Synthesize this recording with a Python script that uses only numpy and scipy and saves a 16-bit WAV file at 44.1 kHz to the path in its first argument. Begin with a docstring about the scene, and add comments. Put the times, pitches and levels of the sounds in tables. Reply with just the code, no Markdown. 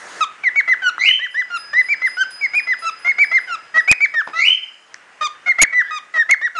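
"""A cockatiel on a rope perch close to the microphone opens with a low cluck, then whistles runs of short
arched notes in a small room: gliding harmonic tones with a subharmonic buzz at onset and end.
From 1 s a more distant bird gives three calls, mostly by reflection; a toy bell of decaying modes
swings until past 4 s. Claws tick here and there, and a foot scrapes at 4.3 s as noise before the later notes.
The recorder samples at half rate, and from 3.9 s some of the loudest notes overflow by changing sign."""
import sys
import numpy as np
from scipy import signal
from scipy.fft import next_fast_len
from scipy.io import wavfile
from scipy.ndimage import uniform_filter1d

SR = 44100
rng = np.random.default_rng(int(sys.argv[2]) if len(sys.argv) > 2 else 0)


def undo_db(level):
    """Turn decibels back into plain size, where 20 dB means ten times bigger."""
    steps = np.asarray(level, float) / 20
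    return 10 ** steps


def waveform_to_disk(signal):
    """Save audio, clipped to [-1, 1], as 16-bit WAV at the path in sys.argv[1]."""
    frames = np.transpose(np.atleast_2d(signal))
    scaled = np.clip(frames, -1, 1) * 32767
    samples = np.round(scaled).astype(np.int16)
    wavfile.write(sys.argv[1], SR, samples)


N = 290619


def evened(x):
    """Normalization: scales a signal to unit rms."""
    return x / np.sqrt(np.mean(x ** 2) + 1e-20)


def read(points, hz):
    """Logarithmic frequency scale: interpolates a curve on it."""
    f, value = np.transpose(points)
    return np.interp(np.log(hz + 1), np.log(f + 1), value)


def add(mix, s, sound):
    """Superposition: adds a sound to the mix at time s."""
    part = mix[round(s * SR):][:len(sound)]
    part += sound[:len(part)]


def wobble(size, hz):
    """Band-limited noise: random fluctuation of unit rms, up to about hz."""
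    white = rng.standard_normal(size + 2000)
    return evened(signal.lfilter(*signal.butter(2, hz, fs=SR), white)[2000:])


def tents(rows):
    """Exponential level change: in dB, two straight slopes per row (t, level, rise before, fall after)."""
    t = np.arange(N) / SR
    return np.array([level - np.where(t < s, before * (s - t), after * (t - s))
                     for s, level, before, after in rows])


def noise(spectrum, level_db, patchy_db):
    """Spectral shaping of Gaussian noise: random short-time spectra, uneven in small patches."""
    hz = np.fft.rfftfreq(512, 1 / SR)
    real, imaginary, patches = rng.standard_normal((N // 128 + 5, 257, 3)).T
    patches = evened(uniform_filter1d(uniform_filter1d(patches, 6, 0), 16, 1))
    spectra = (real + 1j * imaginary) * undo_db(read(spectrum, hz)[:, None] + patchy_db * patches)
    return evened(signal.istft(spectra, nperseg=512, noverlap=384)[1][:N]) * undo_db(level_db)


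# spectral shape of the steady background: f/Hz, relative density/dB
AIR = [(35, -28), (60, -20.5), (1240, -8.5), (1450, -3), (2910, -10.5), (3540, -21.5), (9040, -34.5),
       (11000, -45), (14300, -68), (22000, -120)]
# spectral shape of the rustle: f/Hz, relative density/dB
RUSTLE = [(120, -37.5), (200, -16.5), (2020, -5.5), (2270, -20.5), (6650, -19), (11000, -30), (14300, -46),
          (22000, -120)]
# background dips: t of deepest point/s, level change/dB, fall/(dB/s), return/(dB/s)
AIR_DIPS = [(1.2, -26, 275, 81), (4.251, -8, 11, 4), (4.699, -28.5, 59, 103), (6.5, -13, 13, 14)]
# rustle levels: t of turning point/s, level/dB, rise before/(dB/s), fall after/(dB/s);
# the row at 0.6 s sinks to a steady faint rustle
RUSTLES = [(.199, -34, 23, 222), (.6, -53, -6, 0), (4.276, -54.5, 901, 280), (4.498, -38, 197, 600)]


def background():
    """Incoherent addition: a noise floor that dips and creeps back, plus independent rustle of varying level."""
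    dips = tents([(s, -db, fall, back) for s, db, fall, back in AIR_DIPS])
    air_db = -44.5 - np.maximum(dips.max(0), 0)
    return noise(AIR, air_db, 1.5) + noise(RUSTLE, tents(RUSTLES).max(0), 2.)


# reverberation time before the factor `longer`: f/Hz, T60/s
ROOM = [(300, 0.66), (1300, 0.34), (3000, 0.3), (6000, 0.21), (10000, 0.17)]


def room(x, delay, longer):
    """Reverberation: sparse reflections of random sign, each band decaying at its own rate."""
    taps = np.zeros(SR)
    at = np.arange(round(delay * SR), SR - 20, 20)
    taps[at + rng.integers(0, 20, len(at))] = rng.choice([-1., 1.], len(at))
    hz, t, z = signal.stft(taps, SR, nperseg=256)
    decay = undo_db(-60 * t / (longer * read(ROOM, hz)[:, None]))
    tail = signal.istft(z * decay, SR, nperseg=256)[1]
    return signal.fftconvolve(x, tail / np.linalg.norm(tail))[:N]


# contour of one far call: share of length, share of the climb in pitch, relative level/dB
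FAR_SHAPE = [(0, 0.27, -14.5), (.1, .32, -1.5), (.23, .5, -1.5), (.31, .6, -1), (.37, .85, 2.5),
             (.55, .96, -0.5), (.73, 1, -7), (.88, 1, -14), (1.001, .3, -31.5)]


def far_call(length, top_db, from_hz, top_hz, slow):
    """Frequency modulation: a clear whistle rises and drops at its end, its overtones slightly hoarse."""
    u = np.arange(0, length, 1 / SR) / length
    at, climb, db = np.transpose(FAR_SHAPE)
    climb = np.interp(u ** slow, at, climb)
    db = top_db + np.interp(u ** slow, at, db)
    hz = from_hz + (top_hz - from_hz) * climb
    octave_db = -6.5 - 29.5 * climb  # purer as it climbs
    hz = uniform_filter1d(hz, 300) * (1 + .005 * wobble(len(hz), 120))
    turn = 2 * np.pi * np.cumsum(hz) / SR
    over = np.cos(2 * turn) + undo_db(-8) * np.cos(3 * turn)
    over = over * (1 + .9 * wobble(len(hz), 300))
    voice = np.cos(turn) + undo_db(octave_db) * over
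    return np.sqrt(2) * undo_db(db) * voice * signal.windows.tukey(len(hz), .1)


# far calls, level before the distance loss: t/s, length/s, level/dB, opening f/Hz, top f/Hz,
# exponent that slows the climb
FAR_BIRD = [(0.983, 0.22, -9.5, 1510, 3116, 1.), (4.346, 0.24, -9, 1520, 3119, 1.3),
            (5.824, 0.12, -26.5, 1422, 1976, 1.6)]


def far_bird():
    """Superposition: places the calls of the second bird in time."""
    out = np.zeros(N)
    for s, *call in FAR_BIRD:
        add(out, s, far_call(*call))
    return out


# bell modes, the middle two a close pair: f/Hz, T60/s
BELL = [(1669, 1.6), (5001, 1.4), (5022, 1.4), (9907, .4)]
# clapper blows: t/s, level/dB, angle round the rim/rad, extra level of the low mode from a soft blow/dB
STRIKES = [(1.305, -45.5, .95, -6), (1.561, -32.5, 1.33, 6.5), (1.825, -37, 0.57, -4.5),
           (2.062, -31.5, 1.3, -13), (2.1, -35, 1.25, 4), (2.304, -31.5, 0.3, -1), (2.548, -33, 1.05, 0.5),
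           (2.787, -35, 0.64, -3), (2.987, -41, 0.87, 12), (3.211, -35.5, 0.52, 3),
           (3.403, -43.5, .38, 9.5), (3.76, -41.5, 0.6, 3.5), (4.001, -48.5, 1.4, 6), (4.238, -50, 0.5, -6),
           (4.45, -47.5, 1.24, -2)]
OUTER_MODES_DB, CHAIN_DB = -5.5, -9  # lowest and highest mode; chain clatter


def bell():
    """Modal synthesis: each blow stills the last ring and excites new modes; the close pair beats."""
    out, t = np.zeros(N), np.arange(SR) / SR
    for (s, blow_db, angle, soft_db), later in zip(STRIKES, STRIKES[1:] + [(N,)]):
        # the angle of the blow divides its strength between the close pair
        shares = undo_db(OUTER_MODES_DB + soft_db), np.cos(angle), np.sin(angle), undo_db(OUTER_MODES_DB)
        ring = np.zeros(SR)
        for (hz, t60), share in zip(BELL, shares):
            build_up = 1 - np.exp(-t * 60 * (hz / 5000) ** 2)  # low modes build up more slowly
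            ring += share * undo_db(blow_db - 60 * t / t60) * np.sin(2 * np.pi * hz * t) * build_up
        stilled = np.exp(-60 * np.maximum(t - later[0] + s, 0))
        add(out, s, ring * stilled)
        clatter = np.diff(wobble(SR // 4 + 1, 4300))  # the chain shakes with each blow
        add(out, s, undo_db(blow_db + CHAIN_DB - 60 * t[:SR // 4] / 0.2) * clatter)
    return out


def scrape(hz=1200, t60=0.16):
    """Friction noise: a foot drags over the rope with a low, grainy, decaying rasp."""
    t = np.arange(SR // 4) / SR
    rasp = wobble(len(t), hz) * (1 + .6 * wobble(len(t), 150))
    return undo_db(-30 - 60 * t / t60) * signal.lfilter(*signal.butter(2, 250, "high", fs=SR), rasp)


# contacts of claws and beak: t/s, peak level/dB, ring f/Hz
TICKS = [(0.981, -11, 1366), (1.482, -46, 1930), (4.286, -50, 6720), (4.308, -47, 7300),
         (4.943, -19.5, 5640), (4.944, -20.5, 1830), (5.772, -40, 5050)]


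def ticks():
    """Damped impact response: claws and beak on wire and rope give a few soft-edged cycles and a puff."""
    out, t = np.zeros(N), np.arange(600) / SR
    for (s, db, hz), puff in zip(TICKS, rng.standard_normal((len(TICKS), 600))):
        envelope = np.e * t * hz * np.exp(-t * hz)
        add(out, s, undo_db(db) * envelope * (np.sin(2 * np.pi * hz * t) + 0.032 * puff))
    return out


HIGH_HZ = 1700  # pitch that parts high notes from low
# overtone level against the whistle's pitch: whistle f/Hz, level/dB
BRIGHT = [(1200, -7.5), (1500, -14), (1850, -20), (2050, -22), (2250, -20), (2500, -11.5)]
ATTACK_S, ATTACK_DB, SWELL_SHARE = .005, -22, 0.64
BUZZ_DB, BUZZ_FADE_DB_PER_S, LOCKED_DB, END_BUZZ_DB = -12, 1796, -52, -20


def shape(length, from_hz, to_hz, buzz_s, sag, swell_db):
    """Breath-driven oscillation: swell and loss of breath set level, pitch, brightness and buzz."""
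    t = np.arange(0, length, 1 / SR)
    u = t / length
    tau, hz_share, sag_db = sag
    spent = np.exp((t - length) / tau)  # grows as the breath runs out
    hz = (to_hz + (from_hz - to_hz) * (1 - u) ** 2) * (1 - hz_share * spent)
    attack_db = ATTACK_DB * np.maximum(1 - t / ATTACK_S, 0)
    db = attack_db + swell_db * np.maximum(1 - u / SWELL_SHARE, 0) + sag_db * spent
    middle_hz = np.median(hz)
    over_db = read(BRIGHT, middle_hz) + 9 * (u - .5) * (middle_hz < HIGH_HZ)  # low notes brighten
    opening_db = BUZZ_DB - BUZZ_FADE_DB_PER_S * np.maximum(t - buzz_s, 0)
    locked_db = LOCKED_DB + (END_BUZZ_DB - LOCKED_DB) * spent
    return db, hz, over_db, np.maximum(opening_db, locked_db)


# relative weight of the overtones: f/Hz, level/dB
OVERTONES = [(2400, 0.5), (3050, 5.5), (4400, -6), (6600, -7), (8500, -22.5), (10500, -27.5)]
# relative weight of the buzz partials: f/Hz, level/dB
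BUZZ = [(600, -10.5), (1400, 2), (2600, -11), (4000, -17), (6500, -24), (10000, -51)]


def note(db, hz, over_db, buzz_db):
    """Subharmonics: before the whistle locks, the syrinx buzzes at a half or a third of its pitch."""
    size = len(hz)
    hz = uniform_filter1d(hz, 260) * (1 + (.003 + .04 * undo_db(buzz_db)) * wobble(size, 250))
    turn = 2 * np.pi * np.cumsum(hz) / SR
    over, buzz = np.zeros(size), np.zeros(size)
    for k in range(2, 9):
        # each overtone comes and goes
        level_db = read(OVERTONES, k * hz) + .08 * over_db * k + 3.0 * wobble(size, 40)
        over += undo_db(level_db) * (k * hz < SR / 4) * np.cos(k * turn)
    step = 3 if np.median(hz) > HIGH_HZ else 2
    for k in range(1, 16):
        if k % step:  # the others are harmonics of the whistle
            partial_hz = k * hz / step
            buzz += undo_db(read(BUZZ, partial_hz)) * (partial_hz < SR / 4) * np.cos(k * turn / step)
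    buzz = buzz * (1 + 0.5 * wobble(size, 280))
    voice = np.cos(turn) - undo_db(over_db - 2.5) * over - undo_db(buzz_db) * buzz
    flutter_db = .9 * wobble(size, 89)
    return np.sqrt(2) * undo_db(db + flutter_db) * voice * signal.windows.tukey(size, .04)


# notes that swell: t/s, length/s, top level/dB, opening f/Hz, aimed-for f/Hz, buzz time before its fade/s
WHISTLES = [(0.433, 0.063, -10.5, 2384, 1960, 0.009), (0.555, 0.059, -5.5, 2214, 2361, 0.0036),
            (0.673, 0.074, -6.5, 1974, 2117, 0.014), (0.816, 0.086, -12.5, 1572, 1454, 0.015),
            (1.039, 0.078, -13, 2230.0, 2092, 0.01), (1.189, 0.084, -18.5, 1614, 2126, 0.007),
            (1.34, 0.088, -13.5, 1576, 2146, 0.0041), (1.498, 0.081, -20, 1414, 1398, 0.016),
            (1.729, 0.092, -9, 1725, 2070.0, 0.0094), (1.883, 0.066, -9.5, 2160, 2515, 0.0046),
            (2.015, 0.07, -9.5, 1960, 2170, 0.0066), (2.166, 0.075, -13, 1420, 1576, 0.0073),
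            (2.408, 0.062, -12, 2383, 2164, 0.0029), (2.532, 0.075, -10, 2107, 2640, 0.016),
            (2.667, 0.079, -10.5, 2014, 2084, 0.0096), (2.819, 0.084, -18.5, 1323, 1334, 0.035),
            (3.044, 0.079, -9.5, 2039, 2206, 0.032), (3.179, 0.072, -5.5, 2100, 2463, 0.012),
            (3.311, 0.083, -7, 1937, 2210, 0.015), (3.47, 0.091, -20.5, 1590, 1333, 0.036),
            (3.739, 0.072, -8, 1870.0, 1961, 0.036), (3.874, 0.061, -3, 2085, 2760, 0.0097),
            (4.002, 0.061, -5, 2124, 2505, 0.0053), (4.136, 0.086, -11, 1894, 1813, 0.015),
            (5.458, 0.07, -9, 2200, 2134, 0.027), (5.582, 0.072, -3.5, 1919, 2435, 0.01),
            (5.723, 0.102, -9, 1963, 2017, 0.011), (6.137, 0.097, -10, 1984, 1846, 0.039),
            (6.288, 0.06, -3.5, 1913, 2390, 0.01), (6.41, 0.073, -12, 1677, 2060.0, 0.0089),
            (6.548, 0.08, -17.5, 1468, 1223, 0.025)]
# low notes struck without a swell: t/s, length/s, top level/dB, opening f/Hz, aimed-for f/Hz,
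# buzz time before its fade/s
CLUCKS = [(.205, 0.043, -13, 1333, 1246, 0.0033), (4.33, 0.097, -27, 1239, 1382, 0.091),
          (5.208, 0.069, -17, 1248, 1223, 0.029), (5.905, 0.086, -24.5, 1263, 1234, 0.0035)]
SWELL_DB, RUN_GAP_S = -13.5, .1
# as the breath runs out: time constant/s, share of pitch lost, level change/dB
LONG_SAG, SHORT_SAG = (.012, .4, -18), (0.0062, 0.22, -20)


def song():
    """Breath release: a note's height and the gap before it choose how its pitch and level give way."""
    out, ended = np.zeros(N), 0
    rows = [(*row, SWELL_DB) for row in WHISTLES] + [(*row, 0) for row in CLUCKS]
    for s, length, top_db, from_hz, to_hz, buzz_s, swell_db in sorted(rows):
        # high notes inside a run end on the long sag
        sag = LONG_SAG if to_hz > HIGH_HZ and s - ended < RUN_GAP_S else SHORT_SAG
        db, *rest = shape(length, from_hz, to_hz, buzz_s, sag, swell_db)
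        add(out, s, note(top_db + db, *rest))
        ended = s + length
    return out


def scene():
    """Direct-to-reverberant ratio: the near bird is mostly direct, the far bird mostly reflected."""
    far = far_bird()
    near = ticks() + song()
    add(near, 4.273, scrape())
    birds = near + undo_db(-15.5) * room(near, .006, 1.05)
    birds += undo_db(-12) * far + undo_db(-5.5) * room(far, .003, 0.78)
    birds += undo_db(-15.5) * room(far + undo_db(-11.0) * near, 0.021, 1.84)  # the rest of the house rings on
    return (background() + bell() + birds)[None]


def low_pass(x):
    """Removes everything above the highest recorded frequency."""
    return signal.sosfilt(signal.butter(12, 12330, fs=SR, output="sos"), x)


# overflows: start t/s, end t/s, share of the limited swing above which crests wrap, the same for troughs
OVERFLOWS = [(3.9146, 3.9167, .9, 1.1), (3.9248, 3.92535, .85, .88), (5.6167, 5.6348, .9, .9),
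             (6.3111, 6.31246, .88, .88)]


def record(dry):
    """Sampling and overflow: bass cut, half rate, limiter, wrapped crests, leaky return to full rate."""
    bass_cut = signal.lfilter(*signal.butter(1, 90, "high", fs=SR), dry[0])
    x = signal.resample_poly(bass_cut, 1, 2)
    t = np.arange(len(x)) * 2 / SR
    envelope = abs(signal.hilbert(x, next_fast_len(len(x)))[:len(x)])
    swing = uniform_filter1d(envelope, 20)
    held = np.minimum(swing, .72)
    x = x * held / (swing + 1e-9)
    for start, end, crest, trough in OVERFLOWS:
        span = (t > start) & (t < end)
        full = min(crest, trough) * held
        above = span & (x > crest * held)
        below = span & (x < -trough * held)
        x = x - 2 * full * above + 2 * full * below  # wraps to the other sign
    full_rate = np.zeros(2 * len(x))
    full_rate[::2] = 2 * x
    # lets a mirror of the treble through
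    smooth = signal.firwin(41, 10850, window=("kaiser", 5.5), fs=SR)
    mix = signal.oaconvolve(full_rate, smooth, "same")[None, :N]
    return low_pass(mix)


dry = scene()
out = record(dry)
waveform_to_disk(out)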